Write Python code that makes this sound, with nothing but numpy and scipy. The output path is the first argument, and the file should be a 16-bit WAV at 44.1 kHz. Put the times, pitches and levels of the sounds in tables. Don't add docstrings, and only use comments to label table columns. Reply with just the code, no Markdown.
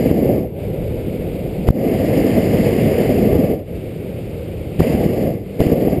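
import sys
import numpy as np
from scipy import signal
from scipy.fft import rfft, irfft
from scipy.io import wavfile
from scipy.ndimage import uniform_filter1d

SR = 44100
rng = np.random.default_rng(int(sys.argv[2]) if len(sys.argv) > 2 else 0)


def unload_audio(sound):
    columns = np.transpose(np.atleast_2d(sound))
    steps = np.round(np.clip(columns, -1, 1) * 32767)
    wavfile.write(sys.argv[1], SR, steps.astype(np.int16))


def ratio(d):
    e = np.asarray(d, float) / 20
    return 10 ** e


N = 264600

# [t/s, peak level/dB, pace f/Hz, camera gain cut afterwards/dB, suction over push/ratio]
FLAME_PULSES = [(.114, -3, 234, 4, 0.95), (1.6881, 0, 82, 14.5, .45), (1.7056, -2.5, 115, 8, 0.63),
                (4.7935, -7.5, 161, -2.5, 0.17), (4.8057, 0.5, 335, 5.5, 1.1),
                (4.8180, -6.5, 142, -1.9, 0.96), (4.95, -4.5, 239, 3, 0.51), (5.0644, -6, 218, 3.5, 1.5),
                (5.606, 0.5, 240, 0, 6.3), (5.618, -5.5, 150, 0.6, 0.55), (5.668, -3.5, 169, 2, 0.44),
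                (5.722, -6, 220, 0.5, .3), (5.7346, -4.5, 274, 2, .7), (5.9843, -10, 283, -1.5, 1.1)]
# [f/Hz, level/dB per Hz]
NEAR_ROAR_COLOUR = [(12, -50), (20, -20), (69, -5), (123, -0.5), (231, 1), (345, -2.5), (497, -1.5),
                    (646, -8.5), (770, -16.5), (966, -39), (1170, -32), (1300, -41), (1690, -64),
                    (2860, -120)]
# [f/Hz, level/dB per Hz]
FAR_ROAR_COLOUR = [(12, -38), (20, -33), (54, -10), (154, 0), (171, -1), (201, -4), (223, -7.5), (333, -7),
                   (497, -6), (603, -13.5), (1130, -41.5), (1300, -18), (1690, -61), (2860, -120)]
# [f/Hz, level/dB per Hz]
NEAR_HISS_COLOUR = [(560, 5), (950, -6.5), (1180, -12), (1310, -12.5), (1480, -12.5), (2120, 0),
                    (2360, -5.5), (2580, -5), (2920, -6.5), (3760, -19), (4000, -19), (4910, -10),
                    (5180, -15.5), (5680, -24), (5900, -16.5), (7670, -72), (13000, -120)]
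# [f/Hz, level/dB per Hz]
FAR_HISS_COLOUR = [(560, -33), (950, -10), (1130, -9), (1250, -9.5), (1790, -10.5), (2150, -2),
                   (2710, -4.5), (3200, -9.5), (3790, -12.5), (4060, -17), (4910, -12), (5340, -15),
                   (5900, -30), (7670, -60), (13000, -120)]
# [t/s, level/dB]
RUMBLE_LEVEL = [(0, -25.5), (.47, -25), (.68, -29.5), (.84, -26.5), (1.14, -29.5), (1.7, -32),
                (1.95, -26.5), (2.87, -24), (3.19, -24.5), (3.39, -21.5), (3.54, -26), (4.0, -33.5),
                (4.85, -29), (4.96, -25), (5.4, -26.5), (5.6, -38), (6, -22)]
# [t/s, peak level/dB]
TICKS = [
    (1.687, -26),
    (1.708, -34),
    (4.808, -47),
    (5.604, -24),
]
# [valve opens t/s, valve shuts t/s, flame out t/s, roar level/dB, hiss level/dB]
BURNER_BLASTS = [
    (-.2, 0.36, 0.49, -15.5, -35.5),
    (1.666, 3.494, 3.627, -15.5, -34.5),
    (4.789, 5.234, 5.44, -15.5, -32.5),
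    (5.589, 5.917, 6.03, -14.5, -33),
]
# [t/s, roar level/dB, hiss level/dB, roar held down before/dB]
FAR_LULLS = [
    (.56, -24, -46, 6),
    (3.663, -28, -47.5, 8),
    (5.44, -29, -48, 9.5),
]
# [t/s, level/dB]
BREEZE_LEVEL = [(0, -50), (.7, -45), (.9, -29.5), (1.15, -34), (1.45, -40), (1.6, -30), (1.75, -50),
                (6, -45)]
# [f/Hz, level/dB per Hz]
BREEZE_COLOUR = [(12, -14), (30, -6), (50, 4), (75, -14), (120, -40)]

RUMBLE_TOP_HZ = 130
HISS_HELD_DB = 8.5


def rms_one(x):
    return x / np.sqrt(np.mean(x ** 2) + 1e-20)


def level_curve(rows):
    s, level_db = np.transpose(rows)
    return uniform_filter1d(np.interp(np.arange(N) / SR, s, level_db), size=SR // 250)


def drift(rate):
    r = np.exp(-40 * np.pi * rate / SR)
    noise = rng.standard_normal(N // 20 + 2002)
    slow = signal.lfilter([1], [1, -2 * r, r * r], noise)[2000:]
    return np.interp(np.arange(N) / 20, np.arange(len(slow)), rms_one(slow))


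def turbulence(spectrum, low_hz, high_hz, together_db, own_db, rate):
    hz = np.arange(N // 2 + 1) * SR / N + 1e-3
    point_hz, point_db = np.transpose(spectrum)
    colour = ratio(np.interp(np.log(hz), np.log(point_hz), point_db, left=-99, right=-99))
    noise = rfft(rng.standard_normal(N)) * colour
    place = 2 * np.log2(hz / low_hz)
    out = 0
    for k in range(1, int(2 * np.log2(high_hz / low_hz))):
        window = np.cos(np.pi / 2 * np.clip(place - k, -1, 1)) ** 2
        flicker_db = together_db + own_db * drift(rate)
        out = out + irfft(noise * window, N) * ratio(flicker_db)
    return rms_one(out)


def lulls(lead=0):
    grip_s = .025
    return_s = 0.02
    creep_s, creep_share = 0.15, 0.084
    hiss_creep_db, hiss_creep_s = 1.5, 0.27
    t = np.arange(N) / SR
    ends = [opens + grip_s for opens, *_ in BURNER_BLASTS[1:]]
    which = np.minimum(np.searchsorted(ends, t), len(FAR_LULLS) - 1)
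    starts, roar_db, hiss_db, roar_held_db = np.array(FAR_LULLS)[which].T
    since = np.maximum(t - starts + lead, 0)
    held = (1 - creep_share) * np.exp(-since / return_s) + creep_share * np.exp(-since / creep_s)
    held = np.where(t < ends[-1], held, 1)
    loss_db = roar_held_db * held
    far_hiss_db = hiss_db - HISS_HELD_DB * held - hiss_creep_db * np.exp(-since / hiss_creep_s)
    return uniform_filter1d((roar_db - loss_db, far_hiss_db, loss_db, held), size=SR // 50)


def ducking(recovery_s):
    flare_db, flare_s = 1.5, 0.021
    t, gain_db = np.arange(N) / SR, np.zeros(N)
    for s, _, pace_hz, cut_db, _ in FLAME_PULSES:
        since = np.maximum(t - s - 0.088 / pace_hz, 0)
        gain_db -= cut_db * (1 - np.exp(-since / 0.0011)) * np.exp(-since / recovery_s)
        gain_db += flare_db * np.exp(np.minimum(t - s, 0) / flare_s - since / 0.0014)
    return ratio(gain_db)


def breeze():
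    return ratio(level_curve(BREEZE_LEVEL)) * turbulence(BREEZE_COLOUR, 10.0, 130, 0, 2.0, rate=4)


def rumble(flutter, near_roar):
    unlit = 1 - near_roar / near_roar.max()
    level_db = level_curve(RUMBLE_LEVEL) - lulls()[2] * unlit ** 2
    heave = turbulence(FAR_ROAR_COLOUR, 9.43, RUMBLE_TOP_HZ * 1.3, 0.24 * flutter, 0.86, rate=15.0)
    return ratio(level_db) * heave


def far_burners():
    flutter = drift(45)
    roar = turbulence(FAR_ROAR_COLOUR, RUMBLE_TOP_HZ * 0.88, 1700, 0.12 * flutter, 0.72, rate=4.7)
    hiss = turbulence(FAR_HISS_COLOUR, 770, 8500, 0.21 * flutter, 0.98, rate=32)
    roar_db = lulls()[0]
    hiss_db = lulls(lead=0.0096)[1]
    return ratio(roar_db) * roar, ratio(hiss_db) * hiss


def ticks():
    t, out = np.arange(SR // 100) / SR, np.zeros(N)
    for s, peak_db in TICKS:
        burst = rng.standard_normal(len(t)) * np.exp(-t / 0.0017)
        out[round(s * SR):][:len(t)] += ratio(peak_db) * burst
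    band = signal.butter(2, [1100, 4400], "band", fs=SR, output="sos")
    return signal.sosfilt(band, out) * 2


def thumps():
    sharpness, steepens_below_hz = 1, 115.5
    out = np.zeros(N)
    for s, peak_db, pace_hz, _, suction in FLAME_PULSES:
        at = np.arange(round((s - .03) * SR), min(round((s + .03) * SR), N))
        turn = 2 * np.pi * pace_hz * (at / SR - s)
        steepening = (steepens_below_hz / pace_hz) ** 6
        front = np.tanh((sharpness + steepening) * turn)
        pulse = front * np.exp(-turn ** 2 / 5.0) * (1 + suction + (1 - suction) * front)
        out[at] += ratio(peak_db) * pulse / np.abs(pulse).max()
    return out


def blast_gains():
    light_s = .012
    ease_s, ease_db_per_s = 0.46, 14.5
    sink_db, sink_bend = 17, 1.4
    out_db_per_s = 608
    jet_fall_share = 0.96
    t = np.arange(N) / SR
    roar, hiss = np.full(N, 1e-12), np.full(N, 1e-12)
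    for opens, shuts, out, roar_db, hiss_db in BURNER_BLASTS:
        lit = 1 - np.exp(-np.maximum(t - opens, 0) / light_s)
        emptied = np.clip((t - shuts) / (out - shuts), 0, 1)
        fall_db = sink_db * emptied ** sink_bend + out_db_per_s * np.maximum(t - out, 0)
        eased_db = ease_db_per_s * np.maximum(t - shuts + ease_s, 0)
        roar += lit * ratio(roar_db - fall_db)
        hiss += lit * ratio(hiss_db - eased_db - jet_fall_share * fall_db)
    return roar, hiss


def near_burner(flutter, roar_gain, hiss_gain):
    roar = turbulence(NEAR_ROAR_COLOUR, RUMBLE_TOP_HZ * 0.761, 1700, 1.36 * flutter, 1.11, rate=11.5)
    hiss = turbulence(NEAR_HISS_COLOUR, 620, 8500, 0.5 * flutter, 0.98, rate=30)
    return roar_gain * roar, hiss_gain * hiss


def burners():
    flutter = drift(37.5)
    roar_gain, hiss_gain = blast_gains()
    far_roar, far_hiss = far_burners()
    near_roar, near_hiss = near_burner(flutter, roar_gain, hiss_gain)
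    low = rumble(flutter, roar_gain) + far_roar + near_roar
    return low * ducking(recovery_s=0.063) + (far_hiss + near_hiss) * ducking(recovery_s=0.12)


def scene():
    return (breeze() + ticks() + thumps() + burners())[None, :]


def low_pass(x):
    return signal.sosfilt(signal.butter(12, 16440, fs=SR, output="sos"), x)


def record(dry):
    hold_hz, carrier_hz = 12000, 48000
    clip_top, self_noise_db = .95, -66
    top_hz = 15720
    knee = np.abs(dry / clip_top) ** 8
    rounded = dry / (1 + knee) ** (1 / 8)
    padded = np.pad(rounded, [(0, 0), (0, SR // 10)], mode="reflect")
    sampled = signal.resample_poly(padded, hold_hz // 300, SR // 300, axis=1)
    noise_gain = ratio(self_noise_db - HISS_HELD_DB * lulls()[-1])
    moments = np.arange(sampled.shape[1]) * SR / hold_hz
    noise = rng.standard_normal(sampled.shape)
    sampled = sampled + np.interp(moments, np.arange(N), noise_gain) * noise
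    held = np.repeat(sampled, carrier_hz // hold_hz, axis=1)
    x = signal.resample_poly(held, SR // 300, carrier_hz // 300, axis=1)
    hz = np.fft.rfftfreq(x.shape[1], 1 / SR)
    top_db = np.interp(hz, [8000, 15150, 15350, top_hz, top_hz + 60], [1, -2.5, -9, -17, -70])
    x = irfft(rfft(x) * ratio(top_db), x.shape[1])[:, :N]
    mix = x * np.clip(np.arange(N)[::-1] / (SR // 400), 0, 1)
    return low_pass(mix)


dry = scene()
out = record(dry)
unload_audio(out)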